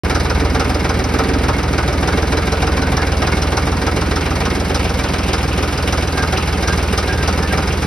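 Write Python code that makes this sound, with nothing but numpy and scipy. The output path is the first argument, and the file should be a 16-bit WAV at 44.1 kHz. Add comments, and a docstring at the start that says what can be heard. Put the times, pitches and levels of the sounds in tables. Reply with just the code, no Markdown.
"""The thump and clatter of a three-cylinder diesel tractor at about 810 rpm, from the driver's seat.
Each firing is an impulse that excites resonators: the exhaust stack thumps, the block knocks and loose
steel rattles, while bonnet and gearbox rumble underneath. It hits harder under load, and single
firings stand out. Small parts clink and a dry joint squeaks now and then. The balance shifts as the
microphone slowly turns from the bonnet to the field."""
import sys
import numpy as np
from scipy import signal
from scipy.fft import rfft, irfft, next_fast_len
from scipy.io import wavfile
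from scipy.ndimage import uniform_filter1d

SR = 44100
rng = np.random.default_rng(int(sys.argv[2]) if len(sys.argv) > 2 else 0)


def wav_record(signal):
    """Record a signal, one row per channel, as 16-bit PCM in the file named by sys.argv[1]."""
    frames = np.transpose(np.atleast_2d(signal))
    bounded = np.clip(frames, -1, 1)
    # unit amplitude maps onto the largest positive 16-bit level
    quanta = np.round(bounded * 32767).astype(np.int16)
    wavfile.write(sys.argv[1], SR, quanta)


N = 346626
TIME = np.arange(N) / SR
FFT_SIZE = next_fast_len(N + SR // 2, real=True) // 2 * 2
HZ = np.arange(FFT_SIZE // 2 + 1) * SR / FFT_SIZE
CYLINDERS = 3

# engine speed: (time [s], firing rate [1/s])
FIRING_RATE = [(0, 19.86), (.82, 20.35), (2.26, 20.23), (3.42, 19.86), (3.69, 20.36), (5.06, 20.55),
               (5.7, 20.16), (6.72, 19.87), (7.86, 20.26)]
# narrow resonances of the block: (frequency [Hz], bandwidth [Hz], level re the broad spectrum [dB])
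BLOCK_RESONANCES = [(566, 18, -7), (748, 20, -2), (786, 16, -4), (910, 22, -5), (1005, 20, -8),
                    (1238, 18, -8), (1303, 30, -8), (1463, 12, 2), (1600, 16, -2), (2158, 27, -3),
                    (2289, 34, -3), (2799, 50, -8), (3700, 50, -6), (4037, 45, -2), (4916, 45, -2),
                    (5480, 55, -3)]


def firings(shared_db=.5, own_db=.6, skip_s=6.3, skip_rows=3):
    """Quasi-periodic excitation: the firing times, and the knock, rattle and clank level of each."""
    # two engine cycles, a row per firing: (knock [dB], rattle [dB], clank [dB])
    pattern = [(1, 2.45, 8), (-0.8, -2.4, -24), (0, 0.5, 0), (-3.5, -1, 1), (-4.5, -3, -22), (0.9, 1, 3.5)]
    # firings that knock or rattle louder: (time [s], extra knock and clank [dB], extra rattle [dB])
    hard_knocks = [(0.1, 3.0, 5.0), (0.15, 5.0, 5.5), (0.2, 2.5, 5.5), (0.55, 2.0, 1.5), (0.6, 2.5, 3.0),
                   (1.19, 3.0, 0.0), (1.48, 3.5, 0.0), (1.78, 1.5, 1.0), (1.88, 0.5, 2.5), (2.08, 1.5, 2.5),
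                   (2.13, 2.5, 1.0), (2.18, 2.5, 1.5), (2.27, -1.0, 3.5), (2.32, 1.0, 2.5),
                   (2.52, 4.0, 5.0), (2.62, 2.0, 3.5), (2.77, 2.5, 2.5), (2.87, 4.0, 0.5), (3.02, 4.0, 2.5),
                   (3.17, -2.0, 3.0), (3.22, 3.5, 2.5), (3.32, 4.5, 3.0), (3.42, 0.0, 5.0),
                   (3.57, 1.0, 3.0), (3.87, 2.5, -1.0), (3.97, 1.0, 3.0), (4.01, 2.5, 1.0),
                   (4.26, 2.5, -2.0), (4.36, 4.0, 3.5), (4.75, -1.5, 3.5), (5.14, 2.0, 1.0),
                   (5.19, 2.0, 0.0), (5.33, 3.0, 2.5), (5.98, 2.5, 3.0), (6.18, 3.0, 3.0), (6.33, 2.0, 2.5),
                   (6.58, 2.5, 0.0), (6.68, 2.0, 2.5), (6.73, 2.5, 3.5), (6.98, 0.0, 5.0), (7.23, 2.0, 0.5),
                   (7.28, 1.5, 2.0), (7.53, 4.5, 0.0)]
    fired = np.cumsum(curve(FIRING_RATE)) / SR
    number = np.arange(1, int(fired[-1]) + 1)
    times = np.interp(number, fired, TIME)
    row = (number + skip_rows * (times > skip_s)) % len(pattern)  # the accents skip ahead once
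    chance = rng.standard_normal((len(times), 3))
    extra_db = shared_db * chance[:, :1] + own_db * chance[:, 1:]
    for s, knock_db, rattle_db in hard_knocks:
        extra_db[np.argmin(abs(times - s))] = knock_db, rattle_db
    low_db, high_db = extra_db.T
    blow_db, jolt_db, clank_db = np.array(pattern)[row].T
    return times, blow_db + low_db, jolt_db + high_db, clank_db + low_db


def exhaust(times, spread_db=1.03, early_s=.0012, cutoff_hz=28):
    """Pipe resonance: each gas puff rings the stack, too narrow to radiate the firing rate well."""
    # response of the stack: (frequency [Hz], level [dB])
    stack = [(20, -24), (30, -14.5), (40, -10), (61, -0.5), (81, 0.5), (101, -13), (121, -13.5), (160, -18),
             (250, -21), (450, -31.5), (900, -49), (6000, -110)]
    puffs = pulses(times - early_s, spread_db * rng.standard_normal(len(times)))
    radiation = 1 / (1 + (cutoff_hz / (HZ + 1)) ** 6)
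    return unit(through(puffs, response(stack) * radiation))


def rumble(times, shake_db=-3, decay_s=.072, surge_db=-1):
    """Forced vibration: each cylinder shakes the bonnet its own way, over churning gears and tyres."""
    # response of bonnet and gearbox: (frequency [Hz], level [dB])
    body = [(22, -63), (36, -29), (55, -3), (75, -2), (110, 2.5), (195, 1), (230, -4), (275, -1.5),
            (330, -4), (420, -4), (590, -7), (680, -16), (1200, -25), (4000, -70)]
    t = TIME[:SR // 10]
    shakes = 0
    for cylinder in range(CYLINDERS):
        own_times = times[cylinder::CYLINDERS]
        shake = rng.standard_normal((2, len(t))) * np.exp(-t / decay_s)
        kicks = pulses(own_times, rng.standard_normal(len(own_times)))
        shakes = shakes + signal.fftconvolve(kicks[None], shake)[:, :N]
    # the churn surges as the power stroke takes up the slack in the gears
    surge = bursts(times + .017, np.full(len(times), surge_db), rise_s=.006, decay_s=.008)
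    churn = np.hypot(1, surge) * impacts(3000, .77)
    # everything slackens during the compression just before a firing
    slack = 1 - .6 * bursts(times - .013, np.zeros(len(times)), rise_s=.005, decay_s=.008)
    force = slack * (undb(shake_db) * unit(shakes) + churn)
    return unit(through(force, response(body, BLOCK_RESONANCES)))


def knock(times, db, slap_db=-1.5, valve_db=-7, gears_db=-3.8):
    """Structure-borne sound: combustion, piston slap, valves and timing gears strike the block."""
    # response of the block: (frequency [Hz], level [dB])
    block = [(120, -21.5), (300, 6.5), (560, -0.5), (660, 5), (780, 3), (950, 2), (1400, 0), (1850, -0.5),
             (2400, -3), (3300, -13), (4500, -12), (9000, -39.5)]
    blow = bursts(times - .0055, db, rise_s=.0068, decay_s=.012)
    slap = bursts(times + .009, db + slap_db, rise_s=.003, decay_s=.006)
    seating_db = valve_db + db + 2 * rng.standard_normal(len(times))
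    valve = bursts(times + .021, seating_db, rise_s=.002, decay_s=.014)
    envelope = np.sqrt(blow ** 2 + slap ** 2 + valve ** 2 + undb(gears_db) ** 2)  # powers add
    force = envelope * cyclic_impacts(times, per_s=26000, share=.35)
    return unit(through(force, response(block, BLOCK_RESONANCES)))


def ring(times, db):
    """Free vibration: the block rings after each blow, with a mix of modes set by where it is struck."""
    # block modes: (frequency [Hz], bandwidth [Hz], level for cylinder 1, 2, 3 [dB])
    block_modes = [(374.5, 25.5, -3, -7, 8), (448, 11.8, -1, -6, 2.5), (512, 24, 1, -3, -3),
                   (594, 22, -3.5, -5, 0.5), (752.4, 22.6, 1.5, -8, 4), (777, 21, 1, -7, -7.5),
                   (840, 25, -11, 0.5, -1), (912.5, 13.4, 0.5, -17, -15), (1004.6, 17.6, -4.5, -7, -0.5),
                   (1067, 16.4, -3, -16, -3), (1182, 13, -8, -8, -2), (1244, 12.7, -0.5, -12, -7.5),
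                   (1307, 15.7, -1, -9, -6), (1391, 17.3, 3, -9, -3.5), (1480, 18, 3.5, -5.5, -5.5),
                   (1596, 26, -1.5, -7, -3), (1885, 34, -6, 2, -0.5), (2165, 19, -24, 3, -6),
                   (2323, 27, -20, -7, 2.5)]
    return struck(times - .001, db, block_modes, rise_s=.0072, spread_db=2, spread_rad=.5)


def boom(times, hz=272, width_hz=70):
    """Panel resonance: the bonnet booms in the wake of each exhaust puff."""
    envelope = bursts(times + .012, np.zeros(len(times)), rise_s=.004, decay_s=.014)
    force = envelope * impacts(3000, 1.2)
    return unit(through(force, modes([(hz, width_hz, 0)]) ** 2))


def rattle(times, db, tick_db=-5, tappet_db=-9, chatter_db=-13):
    """Impact noise: injectors tick, jolted steel buzzes and one slack tappet clicks once a cycle."""
    # response of the loose steel: (frequency [Hz], level [dB])
    steel = [(800, -18), (2500, -7.5), (3400, -4.5), (3950, -4), (4300, -5.5), (5000, -1.5), (5900, -3.5),
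             (6600, -6.5), (8000, -6), (9600, -7), (11000, -10), (13500, -10), (15500, -54)]
    times = times + .0005 * rng.standard_normal(len(times))
    jolt = bursts(times - .006, db, rise_s=.006, decay_s=.019)
    tick = bursts(times - .0045, tick_db + .5 * db, rise_s=.0015, decay_s=.006)
    click_times = times[::CYLINDERS] + .025
    click_db = tappet_db + 2 * rng.standard_normal(len(click_times))
    tappet = bursts(click_times, click_db, rise_s=.0059, decay_s=.018)
    chatter = np.sqrt(tick ** 2 + tappet ** 2 + undb(chatter_db) ** 2) * impacts(14000, .54)
    shaken = jolt * cyclic_impacts(times, per_s=15000, share=.2)
    buzz = through(shaken, lowpass(8500))  # the heavier parts carry less of the top octave
    return unit(through(buzz + chatter, response(steel, BLOCK_RESONANCES)))


def ping(times, db):
    """Free vibration: thin steel parts ring with every jolt, never quite the same way twice."""
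    # thin steel modes: (frequency [Hz], bandwidth [Hz], level for cylinder 1, 2, 3 [dB])
    steel_modes = [(2810, 37, -3, -18, -1), (3750, 42, -7, -5, 3.5), (4037, 32, 1, -4, -2),
                   (4530, 47, -4, 7, -9), (4940, 26, 5, -6, -8), (5110, 52, 3, -9, -6),
                   (5220, 52, 2, -3, -3), (5270, 60, 1, -7, -3.5), (5500, 38, 1, -8, -6),
                   (5760, 37, 4, -13, -13), (6000, 44, 5, -13, -13)]
    return struck(times - .004, db, steel_modes, rise_s=.003, spread_db=4, spread_rad=1.2)


def clank(times, db):
    """Shell resonance: a hollow cover jumps on its seat, hardest every second cycle."""
    # cover modes: (frequency [Hz], bandwidth [Hz], level [dB])
    cover = [(860, 92, -2), (1083, 36, 10.5), (1215, 35, 10.5), (1285, 41, 11), (1412, 36, 3.5)]
    force = bursts(times + .001, db, rise_s=.003, decay_s=.012) * impacts(12000, .6)
    return unit(through(force, modes(cover) * lowpass(2200)))


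def drone(per_firing=22.22, waver=.0071):
    """Gear-mesh tone: a gear pair hums at a multiple of engine speed, wavering with its backlash."""
    backlash = unit(uniform_filter1d(rng.standard_normal(N), size=2000))
    hz = per_firing * curve(FIRING_RATE) * (1 + waver * backlash)
    return unit(np.sin(2 * np.pi * np.cumsum(hz) / SR))


def throb(times, late_s=.02, spread_db=3.5):
    """Sympathetic vibration: the wheel guard beside the seat throbs after each puff."""
    # wheel guard modes: (frequency [Hz], bandwidth [Hz], level [dB])
    guard = [(189, 16, 4), (370, 29, -7.5)]
    kick_times = times + late_s + .0009 * rng.standard_normal(len(times))
    kicks = pulses(kick_times, spread_db * rng.standard_normal(len(times)))
    highpass = HZ ** 4 / (HZ ** 4 + 140 ** 4)
    return unit(through(kicks, modes(guard) * lowpass(500) * highpass))


def panel(hz=2650, width_hz=1100, hits_per_s=125):
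    """Random excitation: a loose sheet-metal panel chatters out of step with the engine."""
    when, strength = rng.random((int(hits_per_s * N / SR), 2)).T
    envelope = bursts(when * N / SR, 3 * np.log(strength + 1e-9), rise_s=.001, decay_s=.012)
    force = envelope * impacts(9000, .49)
    return unit(through(force, modes([(hz, width_hz, 0)]) ** 2))


def clinks():
    """Impact excitation: small loose parts jump and land, briefly sounding their high modes."""
    # landings: (time [s], level [dB])
    landings = [(.70, -35), (1.19, -32), (2.47, -44), (2.917, -30), (3.42, -52), (3.575, -44), (3.667, -41),
                (4.402, -36), (5.824, -38), (5.875, -31), (6.172, -37), (6.327, -37), (6.827, -31),
                (6.927, -29), (7.524, -28.5)]
    # modes of the small parts: (frequency [Hz], bandwidth [Hz], level [dB])
    small_parts = [(8100, 540, 8), (9400, 300, -9), (10740, 700, 2), (12100, 600, -7)]
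    times, db = np.transpose(landings)
    bandpass = 1 / (1 + (7000 / (HZ + 1)) ** 8 + (HZ / 13500) ** 16)
    jingle = unit(through(impacts(4600, 1.5), modes(small_parts) * bandpass))
    return bursts(times, db, rise_s=.0004, decay_s=.01) * jingle


def squeaks(waver=.00475, overtone_db=-25):
    """Stick-slip friction: a dry joint chirps; the rougher chirps scrape more than they sing."""
    # (time [s], length [s], start pitch [Hz], end pitch [Hz], level [dB], roughness [0-1])
    chirps = [(2.07, .05, 1400, 1540, -31, .5), (2.10, .06, 1600, 1640, -31, .5),
              (2.79, .12, 1470, 1530, -30, .5), (2.96, .09, 1730, 1630, -25.5, .7),
              (6.14, .125, 1608, 1602, -24, .36), (6.655, .095, 1612, 1602, -23.5, .36),
              (7.07, .09, 1630, 1605, -26.5, .45), (7.12, .14, 1610, 1595, -29.5, .42),
              (7.41, .09, 1725, 1780, -31, .6), (7.495, .06, 1595, 1615, -27, .35)]
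    out = np.zeros(N)
    slow_noise = uniform_filter1d(rng.standard_normal((3, N)), size=200)
    slip, grip, scrape = unit(uniform_filter1d(slow_noise, size=100))
    for s, length, start_hz, end_hz, db, rough in chirps:
        along = np.clip((TIME - s) / length, 0, 1)
        hz = (start_hz + (end_hz - start_hz) * along) * (1 + waver * slip)
        swing = np.exp(2j * np.pi * np.cumsum(hz) / SR)
        tone = swing + undb(overtone_db) * swing ** 3
        contact = np.sqrt(2 * (1 - rough ** 2)) + rough * (grip + 1j * scrape)
        out += undb(db) * np.sin(np.pi * along) * np.real(contact * tone)
    return out


def heard(part, set_rate=20.2, droop=.35):
    """Directivity and load: a part's gain follows the microphone's aim, engine pull and any swells."""
    # {part: (level facing the bonnet [dB], added facing the field [dB], added per unit load [dB])}
    levels = {"exhaust": (-18.5, -2.15, 0.85), "rumble": (-21.5, -2.5, 0.21), "boom": (-25.5, -16, 0),
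              "drone": (-33.5, -12, 0), "knock": (-24, -1.56, 0.15), "ring": (-27, -1.26, 0.59),
              "clank": (-37.5, -2.1, -0.2), "rattle": (-33.5, 3.34, 0), "ping": (-40, 1.2, 1),
              "panel": (-42.5, 8.7, -0.23), "throb": (-52, 21.6, 0)}
    # aim of the microphone: (time [s], turn [0 bonnet, 1 field])
    turn = [(0, 0.21), (1.3, 0.27), (2.4, 0.28), (4.0, 0.61), (5.5, 0.84), (7.86, 0.88)]
    # passing swells: (part, peak time [s], half length [s], extra level [dB])
    swells = [("boom", 0.56, 0.07, 10.4), ("boom", 1.22, 0.17, 7.3), ("boom", 4.3, 0.75, 6),
              ("drone", 1.36, 0.25, 5.1), ("drone", 2.56, 0.27, 5.7), ("clank", 1.4, 0.28, 3.5),
              ("clank", 3.8, 0.37, 2.1), ("panel", 2.6, 0.083, 8.3), ("panel", 5.14, 0.11, 6.8)]
    facing_db, turned_db, load_db = levels[part]
    load = (set_rate - curve(FIRING_RATE)) / droop  # the governor adds fuel as the engine sags
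    swell_db = sum(db * np.exp(-((TIME - s) / half_s) ** 2)
                   for name, s, half_s, db in swells if name == part)
    return undb(facing_db + turned_db * curve(turn) + load_db * load + swell_db)


def stereo_image(direct, diffuse):
    """Stereo image: phase and level differences between left and right vary with frequency."""
    # phase difference: (frequency [Hz], lead of the left channel [rad])
    lead = [(100, 0), (750, .5), (1700, -.1), (2600, .9), (4300, .85), (5100, .15), (5800, 1.2),
            (6600, 2.9), (8000, 3.4), (9700, 6.1), (11500, 6.5), (12500, 9.3), (14800, 9.6), (15500, 12.3)]
    # level difference: (frequency [Hz], left minus right [dB])
    balance = [(60, -0.5), (110, -1.5), (200, -2), (400, -4.5), (650, -1), (1000, 2), (1700, -2.5),
               (2300, -0.5), (3400, -1), (4400, -2.5), (5000, 0), (7000, -0.5)]
    # stereo width, by turns wide and narrow in the treble: (frequency [Hz], diffuse re direct [dB])
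    width = [(60, -42), (250, -24), (570, -9), (1900, -10.5), (2900, -6), (5200, -13), (6300, -1),
             (7200, -35), (8900, 2), (10300, -34), (12000, -7), (13500, -24)]
    ratio, tilt = undb(over_hz(width)), undb(over_hz(balance) / 2)
    mid = through(direct, 1 / np.hypot(1, ratio))
    side = through(diffuse, ratio / np.hypot(1, ratio))
    left_right = np.array([tilt, np.exp(-1j * over_hz(lead)) / tilt])
    return through(np.array([mid + side, mid - side]), left_right)


def struck(times, db, table, rise_s, spread_db, spread_rad):
    """Modal superposition: damped modes ring after each firing, alike for the same cylinder."""
    table, t = np.array(table), TIME[:SR // 8]
    hz, width_hz = table[:, :1], table[:, 1:2]
    rings = np.exp((2j * hz - width_hz) * np.pi * t) * (1 - np.exp(-(t / rise_s) ** 2))
    contact = rng.uniform(-np.pi, np.pi, (CYLINDERS, 2, len(table)))
    chance = rng.standard_normal((len(times), 2, 2, len(table)))
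    out = np.zeros((2, N + len(t)))
    for k, at in enumerate(np.clip(times * SR, 0, N).astype(int)):
        cylinder = (k + 1) % CYLINDERS
        size = undb(db[k] + table[:, 2 + cylinder] + spread_db * chance[k, 0])
        phase = contact[cylinder] + spread_rad * chance[k, 1]
        out[:, at:at + len(t)] += np.real(size * np.exp(1j * phase) @ rings)
    return unit(out[:, :N])


def impacts(per_s, spread_db):
    """Shot noise: dense tiny impacts of uneven size; row 0 is the direct sound, row 1 the diffuse."""
    size = undb(spread_db * np.minimum(rng.exponential(size=(2, N)), 4))
    return unit(rng.standard_normal((2, N)) * size * (rng.random((2, N)) < per_s / SR))


def cyclic_impacts(times, per_s, share):
    """Cyclostationary noise: a share of the impacts' power repeats whenever the same cylinder fires."""
    length = SR // 10
    per_cylinder = impacts(per_s, .41)[:, :CYLINDERS * length].reshape(2, CYLINDERS, -1)
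    starts = np.append(0, (times - .007) * SR).astype(int)
    firing = np.searchsorted(starts, np.arange(N), side="right") - 1
    repeating = per_cylinder[:, firing % CYLINDERS, (np.arange(N) - starts[firing]) % length]
    return np.sqrt(share) * repeating + np.sqrt(1 - share) * impacts(per_s, .85)


def pulses(times, db):
    """Impulse train: one pulse of the given level at each time."""
    out, at = np.zeros(N), np.round(times * SR).astype(int)
    inside = (at >= 0) & (at < N)
    out[at[inside]] = undb(db)[inside]
    return out


def bursts(times, db, rise_s, decay_s):
    """Exponential decay: an envelope that swells and dies after each time, with peak 1 at 0 dB."""
    t = TIME[:SR // 5]
    shape = (1 - np.exp(-(t / rise_s) ** 2)) * np.exp(-t / decay_s)
    return signal.fftconvolve(pulses(times, db), shape / shape.max())[:N]


def response(spectrum, resonances=()):
    """Minimum-phase response of a body: a broad spectrum with narrow resonances on top."""
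    cepstrum = irfft(np.log(undb(over_hz(spectrum))))
    cepstrum[1:FFT_SIZE // 2] *= 2
    cepstrum[FFT_SIZE // 2 + 1:] = 0
    peaks = sum(undb(db) / (1 + 2j * (HZ - hz) / width) for hz, width, db in resonances)
    return np.exp(rfft(cepstrum)) * (1 + peaks)


def modes(table):
    """Frequency response of damped resonators in parallel."""
    return sum(undb(db) / (1 + 1j * (HZ / hz - hz / (HZ + 1)) * hz / width) for hz, width, db in table)


def lowpass(hz):
    """Fourth-order roll-off above a frequency."""
    return 1 / (1 + (HZ / hz) ** 4)


def through(x, gain):
    """Linear filtering by a frequency response."""
    return irfft(rfft(x, FFT_SIZE) * gain, FFT_SIZE)[..., :N]


def over_hz(points):
    """Interpolate (frequency [Hz], value) on a logarithmic axis."""
    hz, value = np.transpose(points)
    return np.interp(np.log(HZ + 1), np.log(hz), value)


def curve(points):
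    """Interpolate (time [s], value)."""
    return np.interp(TIME, *np.transpose(points))


def undb(db):
    """Decibels to gain."""
    return 10 ** (np.asarray(db) / 20)


def unit(x):
    """Scale to rms 1."""
    return x / np.sqrt(np.mean(x ** 2))


def scene():
    """Superposition: the engine's parts share one timing; panel, clinks and joint go their own way."""
    times, blow_db, jolt_db, clank_db = firings()
    body = heard("rumble") * rumble(times) + heard("boom") * boom(times)
    block = heard("knock") * knock(times, blow_db) + heard("ring") * ring(times, blow_db)
    cover = heard("clank") * clank(times, clank_db)
    steel = heard("rattle") * rattle(times, jolt_db) + heard("ping") * ping(times, jolt_db)
    direct, diffuse = body + block + cover + steel + heard("panel") * panel() + clinks()
    thumps = heard("exhaust") * exhaust(times) + heard("throb") * throb(times)
    tones = heard("drone") * drone() + squeaks()
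    return stereo_image(direct + thumps + tones, diffuse)


def record(dry, start_s=.035, top_hz=15800):
    """Saturation and band limiting: the microphone opens late, rounds the peaks and cuts the top."""
    rounded = np.tanh(.64 * dry) / .58
    top_cut = signal.ellip(10, .2, 80, top_hz, fs=SR, output="sos")
    return signal.sosfilt(top_cut, rounded * (TIME > start_s))


dry = scene()
out = record(dry)
wav_record(out)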